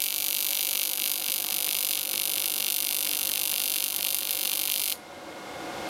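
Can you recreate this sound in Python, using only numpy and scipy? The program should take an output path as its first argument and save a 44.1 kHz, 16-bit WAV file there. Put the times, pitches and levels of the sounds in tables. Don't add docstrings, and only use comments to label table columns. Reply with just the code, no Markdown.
import sys
import numpy as np
from scipy import signal
from scipy.fft import rfft, irfft
from scipy.io import wavfile
from scipy.ndimage import uniform_filter1d, map_coordinates

SR = 44100
rng = np.random.default_rng(int(sys.argv[2]) if len(sys.argv) > 2 else 0)


def master_out(mix):
    frames = np.transpose(np.atleast_2d(mix))
    ceiling = np.clip(frames, -1, 1)
    pcm = np.round(ceiling * 32767).astype(np.int16)
    wavfile.write(sys.argv[1], SR, pcm)


N = 259749

AC_HZ, FIRST_STRIKE_S, CLEANING_S = 49.2153, .0193, .00507
FIRST_RISE_S, PULSE_PERIOD_S, HIGH_CURRENT_S = .0595, .23122, .074
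ARC_OFF_S = 4.93

# (time [s], level [dB])
ARC_WANDER = [(0.02, 3.5), (0.12, 0), (0.85, 1.8), (0.95, -2.5), (1.06, 2), (1.22, -3.5), (1.32, 1),
              (1.48, -3.5), (1.52, -1.5), (1.93, 1.3), (2.05, -2.5), (2.19, -1.3), (2.62, -2), (2.72, 1.9),
              (3.05, -1.4), (3.17, -1.5), (3.76, 0.2), (4.0, -4), (4.06, 1), (4.21, -2.9), (4.53, -1.2),
              (4.67, -1.5), (4.72, 2), (4.9, -0.5)]
# (frequency [Hz], share [0-1])
SNAP_BODY = [(1700, 0), (2400, .8), (3100, 1), (4500, .85), (6500, .45), (9500, 0)]


def amp(db):
    return 10 ** (np.asarray(db) / 20)


def at_hz(points, hz):
    points_hz, value = np.transpose(points)
    return np.interp(np.log(hz + 1), np.log(points_hz + 1), value)


def at_time(points, times_s):
    return np.interp(times_s, *np.transpose(points))


def beats(first_s, rate_hz=AC_HZ, slows_at_s=2.03, slowing=.00081):
    times_s = first_s + np.arange(-1, ARC_OFF_S * rate_hz) / rate_hz
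    times_s += slowing * np.maximum(times_s - slows_at_s, 0)
    return times_s[(times_s > 0) & (times_s < ARC_OFF_S)]


def since_drop_s(times_s):
    rises_s = beats(FIRST_RISE_S, 1 / PULSE_PERIOD_S)
    last_rise_s = np.r_[FIRST_RISE_S - PULSE_PERIOD_S, rises_s][np.searchsorted(rises_s, times_s)]
    return np.maximum(times_s - last_rise_s - HIGH_CURRENT_S, 0)


def torch_travel():
    return np.minimum(np.arange(N) / SR / ARC_OFF_S, 1)


def clicks(times_s, colour_db, smear_s=0.00014, size=2048):
    cepstrum = irfft(np.log(amp(np.maximum(colour_db, -90))), axis=1)
    cepstrum[:, 1:size // 2] *= 2
    cepstrum[:, size // 2 + 1:] = 0
    starts, fraction = np.divmod(times_s * SR, 1)
    lead = size // 8
    lag = lead + fraction[:, None] + smear_s * SR * at_hz(SNAP_BODY, np.fft.rfftfreq(size, 1 / SR))
    phase = 2j * np.pi * (np.cumsum(lag, axis=1) - lag) / size
    waves = irfft(np.exp(rfft(cepstrum, axis=1) - phase), axis=1)
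    out = np.zeros(N + size)
    for start, wave in zip(starts.astype(int), waves):
        out[start:start + size] += wave
    return out[lead:lead + N]


def cooling_fan(air_db=-31.5, waver_hz=0.827, size=8192):
    # (frequency [Hz], relative density [dB])
    rush = [(25, -20), (55, -18.5), (80, -7), (150, -6.5), (220, -2), (400, -4), (700, -5), (1120, -2.5),
            (1700, -10.5), (2500, -11.5), (3600, -12), (6000, -18), (9000, -23), (13000, -27), (15500, -37)]
    # (frequency [Hz], width [Hz], boost [dB])
    case_modes = [(322.6, 37, 9), (536, 61, 10), (766, 74, 7), (1610, 17, 0.5), (2114, 29, 10.5)]
    # (frequency [Hz], level [dB])
    motor_tones = [(80, -59), (721, -44.5), (959, -51.5), (1439, -46), (1599, -51), (2159, -47.5),
                   (3531, -57)]
    hz, t = np.fft.rfftfreq(N, 1 / SR), np.arange(N) / SR
    case_db = sum(db / (1 + ((hz - mode_hz) / width_hz) ** 4) for mode_hz, width_hz, db in case_modes)
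    air = irfft(rfft(rng.standard_normal(N)) * amp(at_hz(rush, hz) + case_db), N)
    out = amp(air_db) * air / air.std()
    for tone_hz, db in motor_tones:
        drift_hz = waver_hz * np.sqrt(size) * uniform_filter1d(rng.standard_normal(N), size, mode="wrap")
        out += np.sqrt(2) * amp(db) * np.sin(2 * np.pi * (tone_hz * t + np.cumsum(drift_hz) / SR))
    return out


def snaps(times_s, level_db, lean, body_db, scatter_db, body_scatter_db, base_db=12.5, jitter_s=5e-6):
    # (frequency [Hz], level [dB])
    spectrum = [(50, -52), (300, -29.5), (1850, -20), (2150, -0.5), (3000, 0.5), (4900, -1), (5450, -7),
                (5950, -2.5), (8400, -8), (9400, 3.5), (11500, 1), (14000, 5), (15000, -5), (15700, -7.5)]
    # (frequency [Hz], gain [dB])
    lean_cut = [(1500, -2), (2200, -6), (3000, 0)]
    hz = np.fft.rfftfreq(2048, 1 / SR)
    loud, full, late = rng.standard_normal((len(times_s), 3)).T
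    strength_db = base_db + level_db + scatter_db * loud
    colour_db = at_hz(spectrum, hz) + np.outer(lean, at_hz(lean_cut, hz))
    colour_db = colour_db + np.outer(body_db + body_scatter_db * full, at_hz(SNAP_BODY, hz))
    return clicks(times_s + jitter_s * late, colour_db + strength_db[:, None])


def return_snaps(offset_db=0.15, cool_body_db=2.5, hot_body_db=8, cooling_s=0.012):
    times_s = beats(FIRST_STRIKE_S + CLEANING_S)
    heat = np.exp(-since_drop_s(times_s) / cooling_s)
    body_db = cool_body_db + (hot_body_db - cool_body_db) * heat
    level_db = offset_db + at_time(ARC_WANDER, times_s)
    return snaps(times_s, level_db, lean=False, body_db=body_db, scatter_db=0.1, body_scatter_db=0.26)


def strike_snaps(offset_db=1.6, wander_scale=1.4, high_db=-0.86, low_body_db=2.5, high_body_db=-5.5):
    # (time [s], extra level [dB])
    hard_strikes = [(.934, 3.5), (1.117, 4.5), (1.909, 0.5), (2.255, 3), (2.458, 5.5), (3.719, 0.5),
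                    (3.759, 1), (3.841, 6), (3.963, 6), (4.146, 8), (4.186, 5.5), (4.308, 6.5), (4.471, 2),
                    (4.532, 2)]
    times_s = beats(FIRST_STRIKE_S)
    high = since_drop_s(times_s) == 0
    hard_db = np.zeros(len(times_s))
    for at_s, extra_db in hard_strikes:
        hard_db[np.argmin(abs(times_s - at_s))] += extra_db
    body_db = np.where(high, high_body_db, low_body_db) - 0.41 * hard_db
    level_db = offset_db + wander_scale * at_time(ARC_WANDER, times_s) + high_db * high + hard_db
    return snaps(times_s, level_db, lean=~high, body_db=body_db, scatter_db=0.7, body_scatter_db=0.16)


def gas_spit(arc, decay_s=0.00091, smooth_bins=600):
    # (frequency [Hz], level against the snap [dB])
    spectrum = [(60, -45), (250, -29.5), (800, 4.5), (2500, -9.5), (4000, -13), (6500, -15.5), (8500, -14),
                (11000, -15), (15000, -17)]
    hold = np.exp(-1 / (decay_s * SR))
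    power = signal.lfilter([1 - hold], [1, -hold], arc ** 2)
    rasp = rfft(np.sqrt(power) * rng.standard_normal(N))
    arc_density = abs(uniform_filter1d(abs(rfft(arc)) ** 2, smooth_bins))
    colour = np.sqrt(arc_density / np.mean(abs(rasp) ** 2))
    return irfft(rasp * colour * amp(at_hz(spectrum, np.fft.rfftfreq(N, 1 / SR))), N)


def bench_comb(arc):
    # (delay at seam start [ms], delay at seam end [ms], gain [ratio])
    echoes = [(0.513, 0.503, 0.17), (0.636, 0.618, 0.24), (0.679, 0.68, 0.13), (0.779, 0.765, 0.21),
              (1.016, 0.982, 0.12), (1.173, 1.154, 0.1), (1.7, 1.688, 0.11), (2.212, 2.184, 0.11),
              (2.417, 2.43, -0.056), (2.793, 3.1, -0.15)]
    out = arc
    for start_ms, end_ms, gain in echoes:
        delay_ms = start_ms + (end_ms - start_ms) * torch_travel()
        out = out + gain * map_coordinates(arc, [np.arange(N) - delay_ms * SR / 1000], order=3)
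    return out


def workshop_reverb(arc, onset_s=0.00085, tails=4, size=16384):
    # (frequency [Hz], T60 [s], level [dB])
    room = [(200, 0.5, -9), (2870, 0.086, -9.5), (5100, 0.19, -8), (8300, 0.2, -7), (10100, 0.22, -9),
            (15000, 0.1, -5)]
    room = np.array(room)
    fade_in = np.clip(np.arange(size) / SR / onset_s - 1, 0, 1)
    out = np.zeros(N)
    for k in range(tails):
        taps = rng.standard_normal(size) * (rng.random(size) < .15)
        hz, t, frames = signal.stft(taps, SR, nperseg=256)
        t60_s = at_hz(room[:, :2], hz)[:, None]
        tail = signal.istft(frames * amp(-60 * t / t60_s), SR)[1][:size] * fade_in
        share = np.cos(np.pi / 2 * np.clip(torch_travel() * (tails - 1) - k, -1, 1))
        out += signal.oaconvolve(arc * share, tail / np.linalg.norm(tail))[:N]
    level_db = at_hz(room[:, ::2], np.fft.rfftfreq(N, 1 / SR))
    return irfft(rfft(out) * amp(level_db), N)


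def pulser_ticks(rise_db=11.8, drop_db=9.3, scatter_db=1, soft_start_db=-7, soft_start_s=0.5):
    # (frequency [Hz], level [dB])
    spectrum = [(40, -34), (130, -15), (280, -1), (600, -1.5), (1200, -5.5), (1800, -8), (2300, -1),
                (2900, 1.5), (4300, -3), (6000, -13), (15000, -24)]
    rises_s = beats(FIRST_RISE_S, 1 / PULSE_PERIOD_S)
    drops_s = beats(FIRST_RISE_S + HIGH_CURRENT_S, 1 / PULSE_PERIOD_S)
    times_s = np.r_[rises_s, drops_s]
    level_db = np.repeat([rise_db, drop_db], [len(rises_s), len(drops_s)])
    level_db += soft_start_db * np.maximum(1 - (times_s / soft_start_s) ** 2, 0)
    level_db += scatter_db * rng.standard_normal(len(times_s))
    return clicks(times_s, at_hz(spectrum, np.fft.rfftfreq(2048, 1 / SR)) + level_db[:, None])


def scene():
    arc = strike_snaps() + return_snaps() + pulser_ticks()
    arc += gas_spit(arc)
    return (bench_comb(arc) + workshop_reverb(arc) + cooling_fan())[None]


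def record(dry, threshold_db=-30, squeeze=0.85, recovery_db_per_s=14, cutoff_hz=15950, size=2700):
    power_db = 10 * np.log10(abs(uniform_filter1d(dry[0] ** 2, size)) + 1e-12)
    fall_db = recovery_db_per_s * np.arange(N) / SR
    held_db = np.maximum.accumulate(power_db + fall_db) - fall_db
    over_db = np.maximum(held_db - threshold_db, 0)
    ducked = dry / amp(squeeze * uniform_filter1d(over_db, size))
    lowpass = signal.firwin(511, cutoff_hz, window=("kaiser", 9), fs=SR)
    return signal.oaconvolve(ducked, lowpass[None], "same")


dry = scene()
out = record(dry)
master_out(out)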